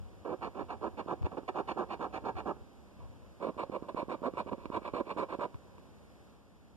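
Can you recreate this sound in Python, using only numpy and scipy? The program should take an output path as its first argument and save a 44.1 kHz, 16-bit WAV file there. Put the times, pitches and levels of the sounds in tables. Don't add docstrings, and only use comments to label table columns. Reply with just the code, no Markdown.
import sys
import numpy as np
from scipy import signal
from scipy.fft import rfft, irfft, next_fast_len
from scipy.io import wavfile
from scipy.ndimage import uniform_filter1d

SR = 44100
rng = np.random.default_rng(int(sys.argv[2]) if len(sys.argv) > 2 else 0)


def unload_wav(signal):
    wavfile.write(
        sys.argv[1],
        SR,
        np.round(np.clip(np.atleast_2d(signal).T, -1, 1) * 32767).astype(np.int16),
    )


N = 298370
T = np.arange(N) / SR


def amp(db):
    return 10 ** (np.asarray(db) / 20)


def evened(x):
    return x / np.sqrt(np.mean(x ** 2) + 1e-20)


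def over_time(points):
    return np.interp(T, *np.transpose(points))


def read(points, hz):
    f, value = np.transpose(points)
    return np.interp(np.log(hz + 1), np.log(f + 1), value)


def shape(x, response):
    size = next_fast_len(N + 4096)
    spectrum = rfft(x, size) * response(np.fft.rfftfreq(size, 1 / SR))
    return irfft(spectrum, size)[..., :N]


def room():
    # frequency in Hz, relative level in dB per Hz.
    room_colour = [(30, -46), (60, 7.5), (100, -9.5), (200, 0), (350, -10.5), (550, -14.5), (1000, -20.5),
                   (2000, -27), (4000, -32.5), (8000, -38), (14000, -43)]
    # frequency in Hz, likeness from 0 to 1.
    room_likeness = [(60, 1), (150, 0.62), (300, 0.95), (500, 0.25), (700, 0.23), (5000, 0.014)]
    # time in seconds, level in dB.
    room_level = [(0, -56), (3, -56.5), (6.3, -56), (6.42, -59.5), (6.77, -59)]
    near, other = rng.standard_normal((2, N))
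    same = lambda f: np.clip(read(room_likeness, f), 0, 1)
    far = shape(near, same) + shape(other, lambda f: np.sqrt(1 - same(f) ** 2))
    noise = evened(shape(np.array([far, near]), lambda f: amp(read(room_colour, f))))
    return noise * amp(over_time(room_level))


def grip_rumble(low_hz=50, high_hz=105, shared=2.06):
    # time in seconds, level in dB, far minus near microphone in dB.
    grip_level = [(0, -53, 23), (.15, -55, 8), (.35, -54.5, -10), (1.35, -53, -2), (1.7, -59.5, -9),
                  (2.4, -46.5, 2), (2.85, -64, -11), (3.0, -52, 16), (3.45, -56.5, -4), (4.1, -59.5, -5.5),
                  (4.5, -51, -4), (5.2, -59.5, -9), (5.85, -56, 4), (6.45, -61, 1), (6.77, -59, -5)]
    far, near, common = rng.standard_normal((3, N))
    rise = lambda f: (f / low_hz) ** 3 / (1 + (f / low_hz) ** 3)
    band = lambda f: rise(f) / (1 + (f / high_hz) ** 5)
    rumble = evened(shape(np.array([far, near]) + shared * common, band))
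    s, level_db, far_db = np.transpose(grip_level)
    tilt_db = np.interp(T, s, far_db) * np.array([[.5], [-.5]])
    return rumble * amp(np.interp(T, s, level_db) + tilt_db)


def bumps():
    # start in seconds, level in dB (of the far-to-near difference if both are equal),
    # frequency in Hz, length in cycles, far minus near microphone in dB.
    phone_bumps = [(0.184, -50, 67.6, 0.74, 10), (.63, -45, 100, 1.2, 16), (1.21, -34.5, 96, 1.2, 26),
                   (1.232, -32, 81, 2.1, 28.5), (2.349, -44, 88, 1.8, 34), (2.61, -43, 90, 1.6, 10),
                   (2.99, -45, 105, 1.3, 10), (5.546, -37, 96, 1.15, 20)]
    out = np.zeros((2, N))
    for s, db, hz, cycles, far_db in phone_bumps:
        progress = np.clip((T - s) * hz / cycles, 0, 1)
        push = -np.sin(2 * np.pi * hz * (T - s)) * np.sin(np.pi * progress) ** 0.3
        sides = np.array([[amp(far_db / 2)], [-amp(-far_db / 2)]])
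        out += amp(db) * push * sides / 2
    return out


def slips(per_s=1800, spread_db=2.5, grit=0.42, lumps_db=0.62):
    size = amp(spread_db * np.minimum(rng.exponential(1, N), 4))
    released = rng.random(N) < per_s / SR
    clicks = evened(size * released * rng.choice([-1., 1.], N))
    rough = clicks + grit * rng.standard_normal(N)
    lumps = evened(uniform_filter1d(uniform_filter1d(rng.standard_normal(N), 300), 300))
    return evened(rough * amp(lumps_db * lumps))


def creep(low_db=5.5, high_db=-15.5):
    # time in seconds, effort in dB.
    creep_effort = [(0, -70), (.22, -68), (.4, -65), (1.4, -62.5), (2.5, -60.5), (2.65, -69), (3.38, -71.5),
                    (3.55, -65), (4.6, -64.5), (5.5, -65.5), (5.6, -69.5), (5.78, -66.5), (5.95, -73),
                    (6.3, -73), (6.77, -88)]
    return amp(over_time(creep_effort) + np.array([[low_db], [0], [high_db]]))


def stroke(start, rise, hold, effort_db, change_db, low_db, high_db):
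    grab_s, rise_db, arch_db, fall_db_per_s = 0.0017, 13, 0.5, 1497
    low_start_db, low_end_db = 5.5, 4.5
    high_start_db, high_end_db, high_arch_db = 0.5, -1.5, 2
    t = np.arange(round((rise + hold) * SR) + SR // 20) / SR
    early = np.clip(1 - t / rise, 0, 1)
    progress = np.clip((t - rise) / hold, 0, 1)
    arch = np.sin(np.pi * progress)
    effort = effort_db - rise_db * early + change_db * progress + arch_db * arch
    effort -= fall_db_per_s * np.maximum(t - rise - hold, 0)
    low = low_db + low_start_db * early + low_end_db * (progress - .5)
    high = high_db + high_start_db * early + high_end_db * (progress - .5)
    high += high_arch_db * (arch - .5)
    return np.minimum(t / grab_s, 1) * amp([effort + low, effort, effort + high])


def add_strokes(gain):
    # start in seconds, rise in seconds, hold in seconds, effort in dB, change of effort
    # over the hold in dB, low modes in dB over effort, high modes in dB over effort.
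    coin_strokes = [(0.244, 0.0074, 0.089, -44.5, 3, 6.5, -20), (0.407, 0.019, 0.051, -39, -2.5, -1, -13.5),
                    (0.543, 0.046, 0.029, -40, 1.5, 2, -18.5), (0.682, 0.022, 0.036, -39.5, -3, -4, -15.5),
                    (0.808, .016, 0.054, -40, -1, 2.5, -21), (0.968, 0.013, 0.03, -40, -1.5, 1.5, -12.5),
                    (1.068, .014, 0.05, -38.5, 0.5, 1.5, -20.5), (1.239, 0.022, 0.0047, -40, 1, 0, -12),
                    (1.309, 0.0098, 0.038, -46.5, -13, 6.5, -19), (1.365, 0.013, 0.0027, -37, 0.5, 4, -17),
                    (1.476, 0.011, 0.0037, -34, 0.5, 1, -9.5), (1.54, .016, 0.052, -36, -1, -0.5, -19),
                    (1.672, 0.0083, 0.037, -38.5, 2, -4, -11), (1.763, 0.023, .048, -32, -8, 0.5, -23.5),
                    (1.887, 0.014, 0.041, -43.5, 7.5, -3.5, -10),
                    (1.991, 0.032, 0.04, -34.5, -5, -0.5, -19.5),
                    (2.125, 0.018, 0.033, -37, -1, -4.5, -12.5), (2.237, 0.023, 0.038, -36, 0.5, 1, -19),
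                    (2.351, 0.016, 0.038, -41, 4.5, -6.5, -13.5),
                    (2.453, 0.0089, 0.05, -39.5, 2, 0.5, -22.5), (2.99, 0.013, 0.057, -60.5, -5, -7, -13),
                    (3.399, 0.032, 0.067, -40, -4, 5, -16.5), (3.574, 0.012, 0.049, -38, -1.5, 0, -15),
                    (3.715, 0.0073, 0.043, -46.5, 6, 5, -15), (3.822, 0.0073, 0.043, -57.5, -6, 4, -17),
                    (3.881, 0.013, 0.0022, -37, -0.5, 2, -15), (3.956, 0.016, 0.054, -38, -2, 1, -16.5),
                    (4.086, 0.013, .05, -36, -6.5, 0.5, -16.5), (4.223, .014, 0.0426, -38, 3, 4, -22),
                    (4.332, .01, 0.023, -56, 0, 1, -12), (4.368, 0.015, 0.031, -34, -5, -3.5, -15),
                    (4.463, 0.028, .002, -43.5, -2.5, 2.5, -13),
                    (4.511, 0.02, 0.0014, -39, -0.5, 9.5, -15.5), (4.577, .02, 0.07, -61.5, 1, 0, -9),
                    (4.712, 0.011, .052, -41.5, 7.5, -1, -15.5), (4.815, 0.017, .02, -50, -6, -7, -12),
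                    (4.842, 0.0092, 0.038, -42, 0.5, -3, -13.5), (4.933, 0.0095, 0.066, -37.5, -3, 3, -16),
                    (5.048, .01, 0.016, -56, -6, -4, -9), (5.065, 0.032, 0.024, -43, 5, -0.5, -10.5),
                    (5.165, .015, 0.057, -34, -2.5, 0, -18), (5.283, 0.009, 0.056, -42.5, 3, -1, -14.5),
                    (5.391, 0.022, .044, -33, -7, -1, -19.5)]
    for row in coin_strokes:
        push, at = stroke(*row), round(row[0] * SR)
        gain[:, at:at + push.shape[1]] += push


def add_knocks(drives):
    # time in seconds, thud peak in dB, middle modes in dB, high modes in dB.
    coin_knocks = [(.629, -36, -42, -37), (1.061, -30, -44, -55), (1.228, -36, -23, -33),
                   (1.432, -35, -30, -60), (1.761, -32, -35, -55), (1.999, -37, -32, -52),
                   (2.238, -32, -32, -52), (2.459, -26.5, -23, -55), (2.505, -51, -26, -52),
                   (2.567, -37, -33, -58), (2.609, -56, -34, -60), (2.991, -43, -46, -52),
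                   (3.487, -27, -37, -46), (3.567, -33, -44, -57), (3.638, -26.5, -40, -50),
                   (3.697, -24.5, -32, -55), (3.824, -26, -36, -58), (3.946, -23, -24, -55),
                   (4.029, -23, -24, -55), (4.083, -27, -37, -55), (4.219, -27.5, -35, -58),
                   (4.267, -49, -28, -43), (4.337, -28.5, -26, -48), (4.462, -29.5, -40, -53),
                   (4.525, -26, -26, -50), (4.581, -32, -29, -56), (4.656, -25.5, -16, -27.5),
                   (4.701, -24, -22, -50), (4.773, -31, -35, -50), (4.819, -33.5, -34, -56),
                   (4.937, -22.5, -29, -50), (5.164, -27, -40, -58), (5.191, -44, -28, -45),
                   (5.389, -25.5, -39, -54), (5.447, -31, -38, -50), (5.544, -39, -24.5, -37.5),
                   (5.782, -46, -30.5, -42)]
    # frequency in Hz, width in Hz.
    thud_mode = (280, 250)
    blows = np.zeros(N)
    for s, thud_db, middle_db, high_db in coin_knocks:
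        at = round(s * SR)
        blows[at] = amp(thud_db)
        drives[1:, at] += amp([middle_db, high_db])
    hz, width_hz = thud_mode
    t = np.arange(1024) / SR
    decay = np.exp(-np.pi * width_hz * t)
    thud = np.sin(2 * np.pi * hz * t) * decay * (1 - np.exp(-t / 0.00092))
    return signal.oaconvolve(blows, thud / abs(thud).max())[:N]


def dust(drives):
    # time in seconds, dB over the mean of middle and high push.
    hiss_level = [(0, -27.5), (1.8, -25), (3.4, -25.5), (5.5, -26)]
    power = uniform_filter1d(abs(drives[1] * drives[2]), 40)
    return np.sqrt(abs(power)) * rng.standard_normal(N) * amp(over_time(hiss_level))


def ring(modes, spot):
    t = np.arange(2048) / SR
    out = np.zeros(len(t))
    for k, mode in enumerate(modes):
        hz, width_hz, level_db = mode[0], mode[1], mode[2 + spot]
        decay = width_hz * np.exp(-np.pi * width_hz * t)
        out += (-1) ** k * amp(level_db) * decay * np.sin(2 * np.pi * hz * t)
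    return out / np.linalg.norm(out)


def card(drives, move_s=2.9):
    # frequency in Hz, width in Hz, relative level in dB
    # at the first spot, relative level in dB at the second spot.
    low_modes = [(203.2, 79, -2.5, 0), (323, 125, 3, 5), (398, 160, 1.5, 3.5), (549, 86, -3, 3)]
    middle_modes = [(771, 87, 1, -39), (931, 142, 1.5, 8.5), (1030, 170, 1.5, 17.5), (1308, 174, -7, -7),
                    (1599, 230, -8, -9), (1670.5, 208, -8.5, -5)]
    high_modes = [(1810, 45, 6.5, -24), (2347, 151, 4, 15), (2803, 193, -1, 7), (3620, 330, -9.5, -3),
                  (3495, 580, -13.5, -0.5), (4304, 210, -10, -1)]
    top_modes = [(4900, 910, -1.5, 5), (5990, 1120, 2, 1.5), (6370, 690, 3.5, 0.5), (8360, 620, -5, 7),
                 (9600, 2600, -11, -6), (11500, 2200, -16, -8)]
    out = np.zeros(N)
    for drive, modes in zip(drives, (low_modes, middle_modes, high_modes, top_modes)):
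        for spot, here in enumerate((T < move_s, T >= move_s)):
            out += signal.oaconvolve(drive * here, ring(modes, spot))[:N]
    return out


def coin():
    gain = creep()
    add_strokes(gain)
    drives = slips() * gain
    thuds = add_knocks(drives)
    return card(np.vstack([drives, dust(drives)])) + thuds


def two_paths(x, lag_s=0.000292, scatter=0.75, corner_hz=900):
    # frequency in Hz, gain in dB.
    far_shadow = [(150, -3), (400, -5), (700, -6.5), (1000, -21.5), (1600, -14), (2500, -26), (4000, 3.5),
                  (8000, -4.5)]
    taps = rng.standard_normal(400) * np.exp(-np.arange(400) / 1800.0)
    scattered = signal.oaconvolve(x, taps / np.linalg.norm(taps))[:N]
    treble = lambda f: scatter / (1 + (corner_hz / (f + 1)) ** 6)
    mix = shape(x, lambda f: np.sqrt(1 - treble(f) ** 2)) + shape(scattered, treble)
    far = shape(mix, lambda f: amp(read(far_shadow, f)) * np.exp(-2j * np.pi * f * lag_s))
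    return np.array([far, x])


def reflections(x, t60=0.16, wet_db=-18, corner_hz=500):
    t = np.arange(SR // 4) / SR
    tail = rng.standard_normal((2, len(t))) * amp(-60 * t / t60) * (t > .004)
    wet = signal.fftconvolve(x[None], tail / np.linalg.norm(tail[0]), axes=1)[:, :N]
    return amp(wet_db) * shape(wet, lambda f: f ** 2 / (f ** 2 + corner_hz ** 2))


def scene():
    scrape = coin()
    return two_paths(scrape) + reflections(scrape) + room() + grip_rumble() + bumps()


def record(dry, lag_s=0.0004833, share=0.77, dull_hz=8500, low_cut_hz=40, edge_hz=14230):
    dulled = lambda f: share / (1 + (f / dull_hz) ** 4)
    late = shape(dry[::-1], lambda f: dulled(f) * np.exp(-2j * np.pi * f * lag_s))
    low_cut = signal.butter(3, low_cut_hz, "high", fs=SR, output="sos")
    cut = signal.sosfilt(low_cut, dry - late)
    band_limit = signal.firwin(511, edge_hz, window=("kaiser", 9), fs=SR)
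    return signal.oaconvolve(cut, band_limit[None], "same")


dry = scene()
out = record(dry)
unload_wav(out)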